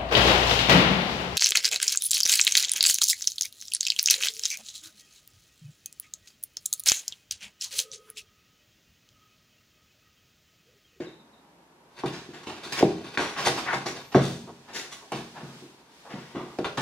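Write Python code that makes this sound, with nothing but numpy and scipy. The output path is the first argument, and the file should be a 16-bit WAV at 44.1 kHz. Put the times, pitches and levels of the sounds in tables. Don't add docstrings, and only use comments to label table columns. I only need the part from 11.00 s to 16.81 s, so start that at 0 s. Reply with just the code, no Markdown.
import sys
import numpy as np
from scipy import signal
from scipy.fft import rfft, irfft, next_fast_len
from scipy.io import wavfile
from scipy.ndimage import map_coordinates

SR = 44100
rng = np.random.default_rng(int(sys.argv[2]) if len(sys.argv) > 2 else 0)


def waveform_to_disk(signal):
    frames = np.transpose(np.atleast_2d(signal))
    scaled = np.clip(frames, -1, 1) * 32767
    samples = np.round(scaled).astype(np.int16)
    wavfile.write(sys.argv[1], SR, samples)


N = 256220

CONTACT_CYCLES = 0.52


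def push(force_db, hz, pad_cut):
    cycles = hz * np.arange(SR // 12) / SR
    rise = cycles / CONTACT_CYCLES
    flex = rise * np.exp(1 - rise) * np.sin(2 * np.pi * cycles)
    pad = signal.butter(2, min(pad_cut * hz, SR / 3), fs=SR, output="sos")
    return from_db(force_db) * signal.sosfilt(pad, flex)


# (time [s], knock level [dB], pitch of the knock [Hz], weight level [dB], skid level [dB])
LANDINGS = [ (0.002, -28.5, 452, -26, -46.5), (1.036, -17.5, 930, -19, -46), (1.827, -9.5, 677, -8.5, -47),
            (2.1739, -11.5, 1800, -24, -27.5), (2.471, -14, 760, -24.5, -33.5),
            (2.858, -23, 815, -26.5, -38.5), (3.1461, -12, 1350, -8, -29), (4.119, -18.5, 850, -26, -36),
            (5.5871, -21.5, 635, -20, -47), (5.777, -19.5, 990, -27, -31.5)]
# (time [s], force level [dB], pitch [Hz])
THUMPS = [ (1.055, -34, 162), (1.289, -33, 308), (1.433, -39, 940), (1.470, -30, 298), (1.664, -35, 320),
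          (1.809, -21, 477), (1.888, -28.5, 266), (2.500, -24.5, 277), (2.560, -27.5, 290),
          (2.731, -16.5, 870), (2.758, -28, 208), (3.151, -8.5, 665), (3.156, -11.5, 292),
          (3.163, -13, 174), (3.171, -12, 490), (3.475, -38.5, 353), (4.142, -26, 219), (4.431, -28, 216),
          (4.622, -35.5, 310), (5.138, -27, 232), (5.349, -30, 364), (5.366, -23.5, 280), (5.620, -42, 300),
          (5.780, -31, 158)]
# (time [s], direct sound level [dB])
NEARNESS = [(0, 5), (1.05, 3), (1.5, 2.5), (1.85, 7.5), (2.5, 4.5), (2.86, -2.5), (3.15, 5.5), (4.5, -2.5),
            (5.6, 5.5)]
DIRECT_DB = -2
TICK_HZ, TICK_DB = 3240, -20
WEIGHT_HZ, WEIGHT_DELAY_S = 345, 0.002855
SETTLE_HZ, SETTLE_DELAY_S, SETTLE_DB = 181.4, 0.02, -13


def paws(pad_cut, count):
    blows = list(THUMPS)
    for s, knock_db, hz, weight_db, _ in LANDINGS:
        blows.append((s, knock_db + TICK_DB, TICK_HZ))
        blows.append((s, knock_db, hz))
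        blows.append((s + WEIGHT_DELAY_S, weight_db, WEIGHT_HZ))
        blows.append((s + SETTLE_DELAY_S, weight_db + SETTLE_DB, SETTLE_HZ))
    force = np.zeros((count, N))
    for k, (s, force_db, hz) in enumerate(blows):
        add(force[k % count], push(force_db, hz, pad_cut), s)
    thud = force.sum(0) * from_db(DIRECT_DB + in_time(NEARNESS))
    return force, thud


# (frequency [Hz], peak gain [dB], time to fall by 60 dB [s])
TABLE_MODES = [ (137.4, 15.5, 0.37), (170, 10.5, 0.37), (194.2, 0, 0.16), (234, 8, 1), (287, -10, 1),
               (320.6, 10.5, 0.35), (355.8, 7.5, 0.24), (401, 13.5, 0.46), (408, -3.5, 0.079),
               (479.4, 10.5, 0.14), (500, -31, 0.23), (628, 11, 0.1), (732, -2, 0.24), (783, 10, 0.22),
               (931, 5, 0.11), (1040, 1, 0.22), (1102, 7, 0.14), (1316, 5, 0.022), (1610, -25, 0.068),
               (1690, -7, 0.12), (2030, -10, 0.1), (2230, -6, 0.096), (3220, -62, .07), (3460, -29, .07),
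               (3710, 0, 0.019), (4330, -6, 0.095)]


def table(force):
    out = np.zeros(N)
    for k, (hz, gain_db, t60) in enumerate(TABLE_MODES):
        radius = np.exp(-np.log(1000) / (t60 * SR))
        angle = 2 * np.pi * hz / SR
        top = (-1) ** k * from_db(gain_db) * (1 - radius)
        resonance = [1, -2 * radius * np.cos(angle), radius * radius]
        out += signal.lfilter([top, 0, -top], resonance, force + 1e-18)
    return out


# (frequency [Hz], level per Hz [dB])
SCRAPE_COLOUR = [(60, -5), (150, -2.5), (400, 3.5), (800, -1), (1300, 0.5), (2300, -2.5), (3500, -4.5),
                 (5500, -9.5), (7500, -16), (11000, -23.5), (15500, -32.5)]


def grit(size, brightness, grains_per_s=7000, grain_db=3.5, slips_per_s=220, slip_db=0.5, patchy_db=1.5):
    catches = (rng.random(size) < grains_per_s / SR) * rng.choice([-1, 1], size)
    catches = catches * from_db(grain_db * np.minimum(rng.exponential(1, size), 4))
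    slip_steps = np.arange(size) / SR * slips_per_s
    slips = np.interp(slip_steps, np.arange(size), rng.standard_normal(size))
    knots = np.geomspace(60, 15500, 30)
    levels = at_hz(SCRAPE_COLOUR, knots) + patchy_db * rng.standard_normal(len(knots))
    return rms_one(colour(catches * from_db(slip_db * slips), np.c_[knots, levels], brightness))


# (time [s], swell [s], fade [s], level [dB], brightness [dB per octave])
STROKES = [ (1.056, 0.0043, 0.031, -37, 0.5), (1.115, 0.025, 0.075, -42, -0.5),
           (1.325, 0.019, 0.052, -46, -1), (1.431, 0.002, .018, -48, 1), (1.4645, 0.0075, 0.079, -38.5, -1),
           (1.629, 0.0076, .08, -42, 2), (1.720, .004, 0.04, -32, 2.5), (1.755, 0.042, 0.018, -31, 1.5),
           (2.190, 0.019, 0.098, -35.5, .5), (2.366, 0.019, 0.19, -34.5, .5),
           (2.442, 0.032, 0.016, -22.5, 1.5), (2.555, 0.035, 0.019, -36, 2.5),
           (2.726, 0.01, 0.038, -33, -0.5), (2.854, 0.013, 0.034, -34, 2.5),
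           (3.116, 0.0066, 0.028, -40.5, -1.5), (3.195, 0.051, 0.086, -41, 4),
           (3.668, 0.026, 0.12, -48, -2.5), (3.726, 0.038, 0.058, -36.5, 2.5),
           (3.908, 0.018, 0.04, -43.5, 3.5), (4.119, 0.0023, 0.005, -45.5, 15),
           (4.130, .03, 0.068, -48.5, 5), (4.34, 0.036, .12, -45.5, -5), (5.085, 0.026, 0.18, -46.5, -2.5),
           (5.348, 0.0078, 0.094, -39, -6.5), (5.587, 0.00065, 0.0031, -34.5, -1),
           (5.643, 0.0024, 0.033, -30, -3.5), (5.771, 0.0018, 0.078, -31.5, -1.5)]
SKID_SWELL_S, SKID_FADE_S, SKID_BRIGHTNESS = 0.0017, 0.061, -2.27


def claws(count):
    out, size = np.zeros((count, N)), 2 ** 14
    t = np.arange(size) / SR
    skids = [(s, SKID_SWELL_S, SKID_FADE_S, skid_db, SKID_BRIGHTNESS) for s, *_, skid_db in LANDINGS]
    for k, (s, swell, fade, level_db, brightness) in enumerate(list(STROKES) + skids):
        pressure = np.minimum(t / swell, 1) * np.exp(-np.maximum(t - swell, 0) / fade)
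        add(out[k % count], from_db(level_db) * pressure * grit(size, brightness), s)
    return out


# (time [s], length [s], level [dB], centre of the rasp [Hz])
RUBS = [(2.348, 0.096, -37, 1300), (2.562, 0.047, -34.5, 1150), (2.655, .12, -31, 1220),
        (3.465, 0.056, -45.5, 603), (4.012, 0.054, -50, 730), (4.335, 0.074, -49.5, 940),
        (5.035, 0.16, -49.5, 765)]
RUB_OCTAVES, RUB_EDGE_S = 1.5, 0.025


def rubs(count):
    out = np.zeros((count, N))
    for k, (s, length_s, level_db, hz) in enumerate(RUBS):
        t = np.arange(0, length_s, 1 / SR)
        edges_hz = hz * 2 ** (RUB_OCTAVES * np.array([-0.5, 0.5]))
        band = signal.butter(2, edges_hz, "band", fs=SR, output="sos")
        rasp = rms_one(signal.sosfilt(band, grit(len(t), 0, slips_per_s=254, slip_db=2.0)))
        hold = np.minimum(np.minimum(t, length_s - t) / RUB_EDGE_S, 1)
        add(out[k % count], from_db(level_db) * hold * rasp, s)
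    return out


# (time [s], level [dB])
SLIDE = [(0.88, -90), (0.97, -52.5), (1.2, -60), (1.42, -58.5), (1.6, -53.5), (1.93, -45.5), (2.03, -52.5),
         (2.14, -44), (2.33, -54), (2.55, -41), (2.83, -50.5), (3.01, -47), (3.1, -63), (3.6, -71)]


def slide():
    return from_db(in_time(SLIDE)) * grit(N, 0, slips_per_s=60, slip_db=4.0, patchy_db=-1)


def glide(points):
    s, hz = np.transpose(points)
    t = np.arange(s[0], s[-1], 1 / SR)
    swell = np.sin(np.linspace(0, np.pi, len(t)))
    return swell * np.sin(2 * np.pi * np.cumsum(np.interp(t, s, hz)) / SR)


# (time [s], level [dB])
CHIRPS = [(0.054, -55), (0.114, -60.5), (0.184, -64), (0.321, -67), (0.364, -71)]
CHIRP_S, CHIRP_START_HZ, CHIRP_END_HZ = 0.0293, 4150, 3490
# (time [s], frequency [Hz])
WHISTLE = [(2.97, 11500), (3.08, 13400), (3.175, 12650)]
WHISTLE_DB = -66


def chirps():
    out = np.zeros(N)
    for s, level_db in CHIRPS:
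        add(out, from_db(level_db) * glide([(0, CHIRP_START_HZ), (CHIRP_S, CHIRP_END_HZ)]), s)
    add(out, from_db(WHISTLE_DB) * glide(WHISTLE), WHISTLE[0][0])
    return out


def microphones(x, lag_ms, scatter_db, scatter_s):
    n, t = np.arange(N), np.arange(SR // 50) / SR
    late = map_coordinates(x, [n - lag_ms * SR / 1000], order=3)
    scatter = diffuse_noise(len(t)) * np.exp(-t / scatter_s) / np.sqrt(scatter_s * SR / 2)
    treble = signal.sosfilt(signal.butter(1, 1200, "high", fs=SR, output="sos"), x)
    scattered = signal.fftconvolve(treble[None], scatter, axes=1)[:, :N]
    return np.array([x, late]) + from_db(scatter_db) * scattered


# (frequency [Hz], time to fall by 60 dB [s])
ROOM_T60 = [(100, 0.87), (300, 0.53), (800, 0.49), (2000, 0.33), (5000, 0.49), (9000, 0.59), (15000, 0.21)]


def room(x, first_echo_s, build_s):
    size = 2 ** 15
    t, spectrum = np.arange(size) / SR, rfft(diffuse_noise(size))
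    centres = np.geomspace(100, 12800, 8)
    tail = 0
    for hz, share in zip(centres, np.eye(len(centres))):
        band = irfft(spectrum * at_hz(np.c_[centres, share], bins(size)))
        tail = tail + band * np.exp(-np.log(1000) * t / at_hz(ROOM_T60, hz))
    onset = 1 - np.exp(-np.maximum(t - first_echo_s, 0) / build_s)
    energy = np.sum(np.exp(-2 * np.log(1000) * t / at_hz(ROOM_T60, 1000)))
    return signal.fftconvolve(x[None], tail * onset / np.sqrt(energy), axes=1)[:, :N]


# (time [s], level [dB])
SHIRT = [(0, -74), (0.8, -85), (1.0, -62), (3.5, -60.5), (3.9, -58.5), (4.6, -52), (4.882, -66),
         (4.94, -58.5), (5.0, -56.5), (5.3, -56), (5.8, -55.5)]


def shirt(brightness):
    return from_db(in_time(SHIRT)) * rms_one(colour(diffuse_noise(N), SCRAPE_COLOUR, brightness))


# (frequency [Hz], level per Hz [dB])
AIR_COLOUR = [(25, -35), (45, -38), (62, -0.5), (95, -13), (160, 0.5), (270, 1.5), (640, -5.5), (850, -1.5),
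              (1300, -10), (2100, -16), (4500, -22), (8000, -27), (13000, -30.5), (15500, -44)]
AIR_DB = -58


def room_air():
    return from_db(AIR_DB) * rms_one(colour(diffuse_noise(N), AIR_COLOUR))


HUM_HZ, HUM_WIDTH_HZ, HUM_DB = 947, 20, -72


def hum():
    resonance = signal.iirpeak(HUM_HZ, HUM_HZ / HUM_WIDTH_HZ, fs=SR)
    return from_db(HUM_DB) * rms_one(signal.lfilter(*resonance, diffuse_noise(N)))


# (frequency [Hz], level of side against mid [dB])
WIDTH = [(30, -9), (120, -23.5), (250, -18.5), (500, -9), (1000, -4), (2000, 0.5), (4000, 1.5), (8000, 0.5),
         (15000, -3)]


def diffuse_noise(size):
    mid, side = rng.standard_normal((2, size))
    return mid + colour(side, WIDTH) * [[1], [-1]]


def colour(x, points, tilt=0):
    size = next_fast_len(x.shape[-1])
    hz = bins(size)
    octaves = np.log2(np.clip(hz, 900, 9000))
    gain = from_db(at_hz(points, hz) + tilt * octaves)
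    return irfft(rfft(x, size) * gain, size)[..., :x.shape[-1]]


def from_db(db):
    return 10 ** (np.asarray(db) / 20)


def rms_one(x):
    return x / np.sqrt(np.mean(x ** 2) + 1e-20)


def at_hz(points, hz):
    knots, values = np.transpose(points)
    return np.interp(np.log(np.maximum(hz, 1)), np.log(knots), values)


def in_time(points):
    return np.interp(np.arange(N) / SR, *np.transpose(points))


def bins(size):
    return np.maximum(np.fft.rfftfreq(size, 1 / SR), 1)


def add(track, sound, s):
    start = max(round(s * SR), 0)
    track[start:start + len(sound)] += sound[:N - start]


def scene():
    force, thud = paws(pad_cut=1.82, count=5)
    scrapes = claws(count=5) + rubs(count=5)
    scrapes[0] += slide()
    whistles = chirps()
    wood = table(from_db(-1) * force.sum(0) + from_db(-6) * scrapes.sum(0))
    paths = [thud + wood + from_db(3) * whistles, *(from_db(2.0) * scrapes)]
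    near = sum(microphones(path, lag_ms=0.035, scatter_db=-4.5, scatter_s=0.0035) for path in paths)
    radiated = from_db(-3.0) * force + from_db(-4.0) * scrapes
    radiated = radiated + from_db(-23) * wood + from_db(-5) * whistles
    echoes = sum(room(track, first_echo_s=0.0057, build_s=0.00063) for track in radiated)
    cat = signal.sosfilt(signal.butter(2, 65, "high", fs=SR, output="sos"), near + echoes)
    return cat + shirt(brightness=4.1) + room_air() + hum()


CUTOFF_HZ = 15800


def record(dry):
    thinned = signal.sosfilt(signal.butter(1, 45, "high", fs=SR, output="sos"), dry)
    return signal.sosfilt(signal.ellip(10, 0.1, 80, CUTOFF_HZ, fs=SR, output="sos"), thinned)


dry = scene()
out = record(dry)
waveform_to_disk(out)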